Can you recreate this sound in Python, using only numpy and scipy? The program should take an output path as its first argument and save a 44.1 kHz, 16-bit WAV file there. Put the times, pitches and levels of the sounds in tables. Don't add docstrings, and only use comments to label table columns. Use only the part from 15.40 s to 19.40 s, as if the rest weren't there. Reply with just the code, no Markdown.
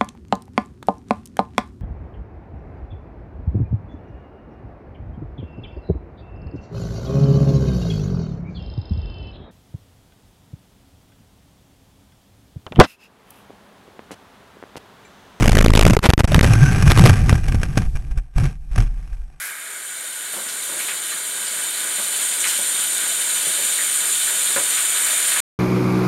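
import sys
import numpy as np
from scipy.fft import rfft, irfft, next_fast_len
from scipy.io import wavfile
from scipy.ndimage import map_coordinates

SR = 44100
rng = np.random.default_rng(int(sys.argv[2]) if len(sys.argv) > 2 else 0)


def wrap_up_sound(samples):
    columns = np.atleast_2d(samples).T
    tamed = np.clip(columns, -1, 1)
    steps = np.round(tamed * 32767).astype(np.int16)
    wavfile.write(sys.argv[1], SR, steps)


N = 176400

# start in seconds, swing in dB, time to fall 60 dB in seconds.
BUMPS = [(1.887, -35, 0.091), (2.075, -19, 1), (2.551, -1, 0.047), (2.587, -9, 0.095), (2.709, -10, 0.18),
         (2.772, -3.5, 0.13), (2.96, -2, 0.12), (3.029, -10.5, 0.31), (3.312, -11, 0.25),
         (3.379, -6.5, 0.59), (3.592, -23, 0.23), (3.721, -21, 0.42)]
# frequency in Hz, level in dB.
CRUNCH_SPECTRUM = [(100, 3), (400, 3), (1500, -2.5), (3500, -7.5), (6000, -17), (12000, -20.5)]


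def slide():
    # time in seconds, grinding in dB, boom in dB.
    levels = [(1.03, -26, -13), (1.46, -27.5, -15), (1.51, -19.5, -8.5), (1.55, -30, -18.5),
              (1.59, -23, -6), (1.69, -22, -8.5), (1.77, -31, -18), (1.95, -32, -13.5), (2.02, -43, -31),
              (2.12, -37, -20), (2.34, -43.5, -27), (2.39, -30.5, -15), (2.5, -54.5, -36.5),
              (2.78, -56, -36), (2.93, -68.5, -61.5), (2.98, -36.5, -19), (3.06, -35, -19),
              (3.18, -67.5, -49.5), (3.32, -60.5, -49.5), (3.39, -33.5, -17), (3.51, -53.5, -41.5),
              (4, -61.5, -57)]
    # start in seconds, level in dB.
    stones = [(1.134, -14), (1.424, -6.5), (1.610, -6), (1.677, -15), (1.695, -14.5), (1.894, -13.5),
              (1.901, -33), (1.953, -15.5), (2.040, -24.5), (2.081, -19), (2.121, -22), (2.145, -19.5),
              (2.232, -17), (2.375, -13), (2.419, -21), (2.981, -24), (3.036, -21.5), (3.053, -17),
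              (3.359, -17.5), (3.379, -12), (3.402, -21), (3.422, -23.5)]
    grind_db, boom_db = curves(levels)
    landing = amp(73.5 * np.minimum(clock() - 0.99, 0))
    scrapes = sum(amp(db - 31) * surge(s, rise_s=0.0032, fall_s=0.012) for s, db, _ in BUMPS)
    snags = sum(amp(db) * surge(s, rise_s=0.00098, fall_s=0.0036) for s, db in stones)
    pressure = amp(grind_db) + scrapes + snags
    flex, boom = bodywork()
    return landing * (pressure * grinding(flex) + rattle(pressure) + amp(boom_db) * boom)


def bodywork():
    # time in seconds, frequency in Hz.
    pitches = [(1.03, 128), (1.66, 124.2), (1.77, 90), (3.03, 124.7), (3.4, 129.8)]
    # frequency in Hz, level in dB.
    spectrum = [(30, -7), (70, 2), (150, 1), (220, -11.5), (320, -18), (1500, -55)]
    hz, = curves(pitches)
    flex = np.sin(2 * np.pi * np.cumsum(hz * (1 + 0.2007 * wobble(70))) / SR)
    tone = unit(flex * amp(2.7 * wobble(40)))
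    return flex, amp(-2) * tone + amp(-1) * noise(spectrum)


def grinding(flex):
    # frequency in Hz, level in dB.
    spectrum = [(150, -2.5), (300, 1.5), (750, -8), (1000, -7), (1500, -2.5), (2500, -6.5), (4000, -16.5),
                (6000, -14), (12000, -33)]
    # frequency in Hz, bandwidth in Hz, level in dB.
    modes = [(744, 61, -0.5), (1170, 76, -4.5), (1590, 33, 2.5), (2415, 145, -7), (5510, 390, -16),
             (6450, 55, -13), (7930, 34, -7.5), (9570, 130, -12.5), (10260, 400, -16)]
    rasp = grit(per_s=2500, spread_db=12) + 0.98 * rng.standard_normal(N)
    rasp *= amp(3.5 * flex + 5 * np.tanh(wobble(110)))
    return amp(-2.5) * coloured(rasp, spectrum) + amp(-7.5) * ringing(rasp, modes)


def impacts():
    # start in seconds, thud in dB, crunch in dB.
    slams = [(.533, 0.5, -12.5), (.567, -0.5, -11.5), (.590, -9.5, -19.5), (.689, 6, -15.5),
             (.694, 1.5, -12), (.702, -7, -9), (.735, -0.5, -9.5), (.778, -1.5, -18.5), (.799, -10, -20),
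             (.805, 1, -10.5), (.843, 1.5, -16.5), (.919, -2.5, -16), (.945, -4, -6.5), (.954, 1.5, -24),
             (.961, -9, -17.5), (.981, 3, -29.5), (.992, -16, -11), (1.010, -0.5, -10), (1.031, -9, -19),
             (1.044, -4.5, -13), (1.927, 6.5, -14), (2.145, -4, -34), (2.373, -0.5, -18.5)]
    # start in seconds, level in dB.
    cracks = [(0.096, -13), (.130, -14.5), (0.171, -11), (0.187, -6.5), (.262, -8), (0.304, -12.5),
              (0.336, -9.5), (0.352, -7.5), (0.36, -10.5), (.373, -8.5), (0.393, -6), (.411, -6.5),
              (0.426, -11), (0.452, -7), (0.466, -7.5), (1.503, -11.5), (1.511, -10), (1.518, -5.5),
              (1.575, -8.5), (1.585, -11), (1.594, -7), (1.639, -9), (1.655, -11.5), (1.660, -5.5),
              (1.665, -8), (1.673, -9), (1.699, -14)]
    # start in seconds, frequency in Hz, level in dB.
    knocks = [(.567, 414, -3.5), (.778, 285, -8), (.919, 580, -8.5)]
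    rise_s, hold_s, fall_s = 0.0011, 0.0027, 0.001
    crunch_s, crack_s, knock_s = 0.0034, 0.0024, 0.0017
    thuds, bursts = np.zeros(N), np.zeros(N)
    t = np.arange(SR // 10) / SR
    push = np.minimum(t / rise_s, 1) * np.exp(-np.maximum(t - hold_s, 0) / fall_s)
    knock_envelope = t / knock_s * np.exp(1 - t / knock_s)
    for k, (s, thud_db, crunch_db) in enumerate(slams):
        thuds[round(s * SR):][:len(t)] -= (-1) ** k * amp(thud_db) * push
        bursts[round(s * SR):][:len(t)] += amp(crunch_db) * np.exp(-(t / crunch_s) ** 4)
    for s, db in cracks:
        bursts[round(s * SR):][:len(t)] += amp(db) * np.exp(-(t / crack_s) ** 4)
    for s, hz, db in knocks:
        thuds[round(s * SR):][:len(t)] += amp(db) * np.sin(2 * np.pi * hz * t) * knock_envelope
    return highpass(thuds, corner_hz=34.8), bursts


def judder_and_wind():
    # time in seconds, drive in dB.
    drive = [(0, 8), (.08, 8), (.22, 7.5), (.29, 18.5), (.42, 14), (.48, -2.5), (.54, -10.5)]
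    # time in seconds, level in dB.
    rush_levels = [(0, -22), (.08, -14), (.25, -16.5), (.4, -10), (0.518, -20.5), (.56, -29.5),
                   (0.662, -24.5), (.8, -23), (.89, -33), (.96, -54), (1.03, -21), (1.15, -45)]
    # frequency in Hz, level in dB.
    spectrum = [(60, -6.5), (170, 4.5), (450, -6.5), (900, -10), (1600, -12.5), (2500, -13.5), (4000, -25),
                (6000, -21), (12000, -29.5)]
    start_s, end_s, judder_hz = 0.0205, 0.545, 26.9
    drive_db, = curves(drive)
    rush_db, = curves(rush_levels)
    t = clock()
    swing = amp(drive_db) * np.sin(2 * np.pi * judder_hz * (t - start_s))
    buffet = amp(np.minimum(drive_db, 0)) * wobble(420)
    held = np.tanh((swing + buffet) * gate(start_s / 2, end_s, 0.0007))
    thumps = amp(-2) * highpass(held, corner_hz=66)
    openness = 1 - 0.93 * np.interp(t - 0.003, t, held) ** 2
    rush = amp(rush_db + 10.1 * np.tanh(wobble(260))) * noise(spectrum)
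    return thumps + gate(0, rush_levels[-1][0], 0.0032) * openness * rush


def gouge():
    start_s, end_s, rise_db_per_s = 0.634, 0.667, 196
    swell = amp(-11 + rise_db_per_s * np.minimum(clock() - end_s, 0))
    snaps = coloured(grit(per_s=1600, spread_db=4), CRUNCH_SPECTRUM)
    return gate(start_s, end_s, 0.0072) * swell * snaps


def squeal():
    hz = 1545 * (1 + 0.0328 * (wobble(300) + wobble(30) / 2))
    phase = 2 * np.pi * np.cumsum(hz) / SR
    tone = np.sin(phase) + amp(-11) * np.sin(4 * phase)
    chatter_db = 6 * np.tanh(wobble(180)) + 4 * np.tanh(2 * wobble(60))
    return amp(-29) * gate(1.145, 1.35, 0.0093) * unit(tone * amp(chatter_db))


def rattle(pressure):
    # frequency in Hz, bandwidth in Hz, level in dB.
    modes = [(760, 99, 9), (1510, 87, -13), (8100, 75, 0)]
    return amp(-22.5) * pressure ** 0.71 * ringing(grit(per_s=1500, spread_db=-11), modes)


def rocking():
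    # time in seconds, level in dB.
    levels = [(0, -26.5), (2.5, -18), (2.9, -40), (3.25, -30), (3.82, -28.5), (4, -49)]
    # frequency in Hz, level in dB.
    spectrum = [(8, -2), (22, 9.5), (50, 5), (90, -21), (300, -55.5)]
    rock_hz, rise_s = 37.04, 0.0024
    rumble_db, = curves(levels)
    sound = amp(rumble_db) * noise(spectrum)
    for s, db, t60 in BUMPS:
        t = np.maximum(clock() - s, 0)
        envelope = amp(db - 60 * t / t60) * (1 - np.exp(-t / rise_s))
        sound += envelope * np.sin(2 * np.pi * rock_hz * t)
    return sound


def amp(db):
    return 10 ** (np.asarray(db) / 20)


def unit(x):
    return x / np.sqrt(np.mean(x ** 2) + 1e-20)


def clock():
    return np.arange(N) / SR


def curves(rows):
    times, *columns = np.transpose(rows)
    return [np.interp(clock(), times, column) for column in columns]


def wobble(rate):
    return map_coordinates(rng.standard_normal(8192), [clock() * rate], mode="wrap")


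def gate(start, end, edge_s):
    return (np.tanh((clock() - start) / edge_s) - np.tanh((clock() - end) / edge_s)) / 2


def surge(start, rise_s, fall_s):
    t = np.maximum(clock() - start, 0)
    return (1 - np.exp(-t / rise_s)) * np.exp(-t / fall_s)


def filtered(x, response):
    size = next_fast_len(N + SR // 2)
    return irfft(rfft(x, size) * response(np.fft.rfftfreq(size, 1 / SR)), size)[:N]


def highpass(x, corner_hz):
    return filtered(x, lambda hz: 1j * hz / (corner_hz + 1j * hz))


def coloured(x, points):
    f, db = np.transpose(points)
    return unit(filtered(x, lambda hz: amp(np.interp(np.log(hz + 1), np.log(f + 1), db))))


def ringing(x, modes):
    def response(f):
        return sum(amp(db) * 1j * f * width / (hz * hz - f * f + 1j * f * width)
                   for hz, width, db in modes)
    return unit(filtered(x, response))


def noise(points):
    return coloured(rng.standard_normal(N), points)


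def grit(per_s, spread_db):
    snaps = (rng.random(N) < per_s / SR) * rng.standard_normal(N)
    return unit(snaps * amp(spread_db * rng.uniform(-1.1, 1, N)))


def scene():
    # start in seconds, end in seconds, gain in dB.
    chokes = [(0.552, 0.581, -16), (0.581, 0.625, -28), (0.672, 0.697, -50.5), (0.713, 0.753, -24.5),
              (0.751, 0.785, -46), (0.818, .835, -28), (0.857, 0.875, -40), (0.985, 1.028, -22.5)]
    choke_db = sum(db * gate(start, end, 0.0006) for start, end, db in chokes)
    thuds, bursts = impacts()
    body = amp(choke_db) * (judder_and_wind() + slide() + rocking()) + thuds
    flicker = (1 + np.tanh(4 * wobble(1400))) / 2
    breaks = np.clip(1.91 * bursts, 0, 1) * flicker
    crunch = bursts * unit(np.tanh(noise(CRUNCH_SPECTRUM)))
    return (body * (1 - breaks) + crunch + gouge() + squeal())[None]


def record(dry):
    hardness, top_hz = 45, 12600
    limited = dry[0] / (1 + np.abs(dry[0]) ** hardness) ** (1 / hardness)
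    return filtered(limited, lambda hz: hz < top_hz)[None]


dry = scene()
out = record(dry)
wrap_up_sound(out)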